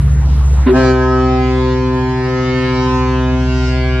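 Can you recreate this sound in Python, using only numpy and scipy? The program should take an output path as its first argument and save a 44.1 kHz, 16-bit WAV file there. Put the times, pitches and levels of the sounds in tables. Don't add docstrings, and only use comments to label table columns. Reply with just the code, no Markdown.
import sys
import numpy as np
from scipy import signal
from scipy.fft import rfft, irfft
from scipy.io import wavfile
from scipy.ndimage import uniform_filter1d, minimum_filter1d

SR = 44100
rng = np.random.default_rng(int(sys.argv[2]) if len(sys.argv) > 2 else 0)


def generate_wav(signal):
    frames = np.transpose(np.atleast_2d(signal))
    scaled = np.clip(frames, -1, 1) * 32767
    pcm = np.round(scaled).astype(np.int16)
    wavfile.write(sys.argv[1], SR, pcm)


N = 176400

# t/s, f/Hz
HORN_PITCH = [(.66, 130), (.705, 125.3), (.78, 131), (.85, 129.2), (.95, 128.4), (1.8, 128.05),
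              (3.2, 127.95), (4, 127.7)]
SETTLED_HZ = HORN_PITCH[-1][1]
TIME = np.arange(N) / SR


def from_db(db):
    return 10 ** (np.asarray(db) / 20)


def rms_one(x):
    return x / np.sqrt(np.mean(np.abs(x) ** 2) + 1e-20)


def in_time(rows):
    return np.interp(TIME, *np.transpose(rows))


def at_hz(points, hz, column=1):
    points = np.array(points)
    return np.interp(np.log(hz), np.log(points[:, 0]), points[:, column])


def swell(peak_s, width_s):
    return np.exp(-.5 * ((TIME - peak_s) / width_s) ** 2)


def drift(rate_hz):
    step = 100
    pole = np.exp(-2 * np.pi * step * rate_hz / SR)
    white = rng.standard_normal(N // step + 1002)
    slow = signal.lfilter([1], [1, -2 * pole, pole * pole], white)[1000:]
    return np.interp(np.arange(N) / step, np.arange(len(slow)), rms_one(slow))


def scatter(rate_hz):
    return (drift(rate_hz) + 1j * drift(rate_hz)) / np.sqrt(2)


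def noise_bands():
    # f/Hz, likeness (clipped below to -1..1)
    likeness = [(300, 0.91), (700, 0.72), (3500, 0.54), (7800, -2.7)]
    edges = 22 * 2 ** np.arange(0, 9.6, .5)
    white, bands = rng.standard_normal((2, 2, N)), []
    for k, (low, high) in enumerate(zip(edges, edges[1:])):
        bandpass = signal.butter(2, [low, high], "band", fs=SR, output="sos")
        mid, side = signal.sosfilt(bandpass, white[k % 2])
        hz = np.sqrt(low * high)
        alike = np.clip(at_hz(likeness, hz), -1, 1)
        bands.append((hz, np.sqrt(1 + alike) * mid + np.sqrt(1 - alike) * side * [[1], [-1]]))
    return bands


def shaped_noise(bands, spectrum, flicker_db=0):
    mix = 0
    for hz, band in bands:
        flicker = flicker_db * drift(6.9) if flicker_db else 0
        mix += band * from_db(at_hz(spectrum, hz) + flicker)
    return rms_one(mix)


def wash(bands):
    # f/Hz, relative level/dB
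    spectrum = [(300, 3), (750, -2.5), (1500, -5.5), (2500, -18.5), (5000, -18.5), (8000, -16.5),
                (11000, -27), (15000, -43)]
    # t/s, level/dB
    level = [(0, -32.5), (.4, -32), (.62, -28.5), (1.1, -40.5), (2.4, -42)]
    return from_db(in_time(level)) * shaped_noise(bands, spectrum, flicker_db=3)


def engine(bands):
    # t/s, level/dB
    firing_level = [(0, -12), (.62, -9), (.72, -17.5), (1.6, -17.5), (2.35, -28.5), (2.65, -26.5), (3, -19),
                    (3.6, -15.5)]
    drone_level = [(0, -17), (.6, -22.5), (.76, -37), (2.4, -33)]
    # f/Hz, relative level/dB
    steady_tones = [(80.5, -1.5), (113.8, -8), (141, 1.5), (172, -16.5)]
    rumble_spectrum = [(25, -31.5), (45, 3.5), (100, -4), (145, 0.5), (200, -6.5), (400, -39)]
    firing_hz = 65.6
    angle = 2 * np.pi * TIME
    hum = sum(from_db(db + drift(1.9)) * np.sin(hz * angle + 2 * np.pi * rng.random())
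              for hz, db in steady_tones)
    drone = np.sqrt(2) * hum + from_db(-11) * shaped_noise(bands, rumble_spectrum)
    firing = np.sqrt(2) * np.sin(firing_hz * angle + 2 * np.pi * rng.random())
    return from_db(in_time(firing_level)) * firing + from_db(in_time(drone_level)) * drone


def rasp(bands):
    # f/Hz, relative level/dB
    spectrum = [(500, -0.5), (1800, -10), (3000, -19), (6500, -21), (11000, -47)]
    return from_db(-30) * swell(peak_s=.81, width_s=.07) * shaped_noise(bands, spectrum)


def air_puff(bands):
    # f/Hz, relative level/dB
    spectrum = [(150, -16), (300, -1), (1100, -6.5), (2800, -13.5), (5000, -26)]
    lowpass = signal.butter(4, 5500, fs=SR, output="sos")
    puff = signal.sosfilt(lowpass, shaped_noise(bands, spectrum))
    return from_db(-19.5) * swell(peak_s=.683, width_s=.021) * puff


def partial(cycles, k, gain):
    # f/Hz, phase lead/rad, level/dB
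    ears = [(128, 0, 0.97), (256, -0.25, -0.5), (400, -0.39, 1.4), (534, 1, 7.5), (715, -1.2, -3.5),
            (870, -0.43, -1.7), (1500, -0.39, 0)]
    hz = k * SETTLED_HZ
    left = np.exp(.5j * at_hz(ears, hz)) * from_db(at_hz(ears, hz, column=2) / 2)
    phase = k * (2 * np.pi * cycles + .35 * rng.standard_normal())
    wave = -np.sqrt(2) * gain * np.exp(1j * phase)
    return np.real(wave * np.array([[left], [1 / left]]))


def fading_partial(cycles, k, level, share):
    fade_hz, flutter_hz, ear_gap_per_khz = 1.64, 8, .1
    ear_gap = ear_gap_per_khz * k * SETTLED_HZ / 1e3 * scatter(fade_hz)
    wander = scatter(fade_hz) + .6 * scatter(flutter_hz) + ear_gap * [[1], [-1]]
    return partial(cycles, k, from_db(in_time(level)) * rms_one(1 + share * wander))


def fade_in_groups(x):
    octave = np.log2(np.maximum(np.arange(N // 2 + 1) * SR / N, 1))
    centres = np.arange(np.log2(1900), np.log2(9000), .11)
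    spectrum, faded, fade_db = rfft(x), 0, 3.2
    for one_group in np.eye(len(centres)):
        band = spectrum * np.interp(octave, centres, one_group)
        if np.abs(band).max() > .03 * np.abs(spectrum).max():
            faded += irfft(band, N) * from_db(fade_db * drift(rate_hz=2))
    power = uniform_filter1d(faded ** 2, size=SR // 8, axis=1)
    return faded / np.sqrt(power + 1e-20)


def scattered_pulses(cycles, spectrum, paths=10):
    size = 4096
    spread_s, wander_s, jitter_s = .0234, .00013, .000008
    hz = np.maximum(np.arange(size // 2 + 1) * SETTLED_HZ, 1)
    in_range = (hz > spectrum[0][0]) & (hz < spectrum[-1][0])
    pulse = irfft(from_db(at_hz(spectrum, hz)) * in_range)
    arrivals = np.zeros((2, N))
    for channel in arrivals:
        for _ in range(paths):
            delay_s = spread_s * rng.random() + wander_s * drift(1.5) + jitter_s * drift(45)
            channel += pulse[((cycles - delay_s * SETTLED_HZ) * size).astype(int) % size]
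    return fade_in_groups(arrivals)


def horn_blare(cycles):
    # f/Hz, relative level/dB
    blare_spectrum = [(1900, 1.5), (2150, 4), (2450, -1), (3100, -2), (3900, -7.5)]
    buzz_spectrum = [(3900, 8), (4600, 8.5), (5500, 5), (6500, -1), (8000, -10.5), (9000, -40)]
    # t/s, relative level/dB
    blare_level = [(.8, -31), (1.2, -34), (1.45, -28.5), (1.9, -35), (2.65, -28), (3.3, -32.5),
                   (3.9, -27.5)]
    buzz_level = [(.78, -40), (.87, -35.5), (.97, -44.5), (1.7, -42), (1.95, -46), (2.8, -37.5),
                  (3.3, -47.5), (3.65, -37), (4, -45)]
    blare = scattered_pulses(cycles, blare_spectrum)
    blare = rms_one(blare + .16 * blare[::-1])
    buzz = scattered_pulses(cycles, buzz_spectrum)
    return blare * from_db(in_time(blare_level) - 2) + buzz * from_db(in_time(buzz_level) + 3)


def horn_body(cycles):
    # t/s, level/dB
    second = [(.8, -16), (1.35, -18), (1.8, -19.5), (2.3, -23), (2.6, -18.5), (3.4, -19.5), (4, -25)]
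    third = [(.8, -21), (.9, -16), (1.6, -19), (2.699, -20.5), (3.5, -26.5), (4, -24)]
    fourth = [(.8, -21), (1.5, -31.5), (1.75, -26.5), (2, -30.5), (2.1, -49), (2.3, -26.5), (3.35, -30.5),
              (3.55, -43.5), (3.75, -33.5)]
    fifth = [(.8, -25.5), (1.1, -30.5), (1.6, -41), (2.55, -33.5), (3.05, -40.5), (3.33, -32),
             (3.55, -34.5), (3.8, -32)]
    sixth = [(.8, -22), (1.05, -30), (1.4, -26.5), (1.8, -41), (2.3, -31), (2.6, -34.5), (2.8, -29.5),
             (3.2, -40.5), (3.45, -32.5)]
    tenth = [(.8, -27), (1.15, -23), (1.6, -40), (2.101, -42), (2.4, -29.5), (3.05, -32.5), (3.5, -48)]
    eleventh = [(1.301, -43), (3.299, -40), (3.65, -32.5)]
    # t/s, relative level/dB
    ring_level = [(.78, -27.5), (.88, -36), (1.05, -24), (1.35, -37), (1.6, -28), (2.551, -30.5),
                  (2.9, -22.5), (3.4, -33), (4, -39)]
    brass_level = [(1.08, -27), (1.3, -39.5), (2.7, -37.5), (3.1, -35), (3.35, -40.5), (3.9, -35.5)]
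    bright_level = [(.9, -41), (1.85, -42.5), (2.05, -42), (2.58, -29), (2.85, -42), (3.1, -37.5),
                    (3.5, -50)]
    # partial number, added level/dB
    ring = [(7, -3.5), (8, 0.5)]
    brass = [(9, -5.5), (12, -3), (13, -0.5)]
    bright = [(14, 2), (17, -4), (19, -9)]
    tone = partial(cycles, k=1, gain=from_db(-20.5))
    for k, level, share in [(2, second, .15), (3, third, .15), (4, fourth, .15), (5, fifth, .69),
                            (6, sixth, .69), (10, tenth, .4), (11, eleventh, .4)]:
        tone += fading_partial(cycles, k, level, share)
    for group, level, share in [(ring, ring_level, .4), (brass, brass_level, .95),
                                (bright, bright_level, .4)]:
        for k, db in group:
            tone += from_db(db) * fading_partial(cycles, round(k), level, share)
    return tone


def horn():
    # t/s, partial number, level/dB, width/s
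    blips = [(.668, 2, -4, 0.018), (0.711, 3, -7, .026), (0.755, 2, -14, 0.024), (.678, 8, -21.5, 0.016)]
    start_s, attack_s = .725, .04
    loud_start_db, level_drop_s, level_drop_length_s = 2.2, .925, .004
    cycles = np.cumsum(in_time(HORN_PITCH)) / SR
    fade_in = np.clip((TIME - start_s) / attack_s, 0, 1)
    loud_start = from_db(loud_start_db * np.clip((level_drop_s - TIME) / level_drop_length_s, 0, 1))
    tone = horn_body(cycles) + fade_in * horn_blare(cycles)
    catch = sum(partial(cycles, round(k), from_db(db) * swell(peak_s, width_s))
                for peak_s, k, db, width_s in blips)
    return fade_in * loud_start * tone + catch


def scene():
    valve_s, opening_s = .661, .008
    bands = noise_bands()
    water = wash(bands)
    valve = np.clip((TIME - valve_s) / opening_s, 0, 1)
    blast = valve * (horn() + air_puff(bands) + rasp(bands))
    return water + engine(bands) + blast


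def record(dry):
    ceiling, window_s, cutoff_hz = .92, .004, 15500
    size = int(window_s * SR)
    needed_gain = ceiling / np.maximum(np.abs(dry).max(axis=0), ceiling)
    smooth_gain = uniform_filter1d(minimum_filter1d(needed_gain, size), size)
    lowpass = signal.cheby2(12, 70, cutoff_hz, fs=SR, output="sos")
    return signal.sosfilt(lowpass, dry * smooth_gain)


dry = scene()
out = record(dry)
generate_wav(out)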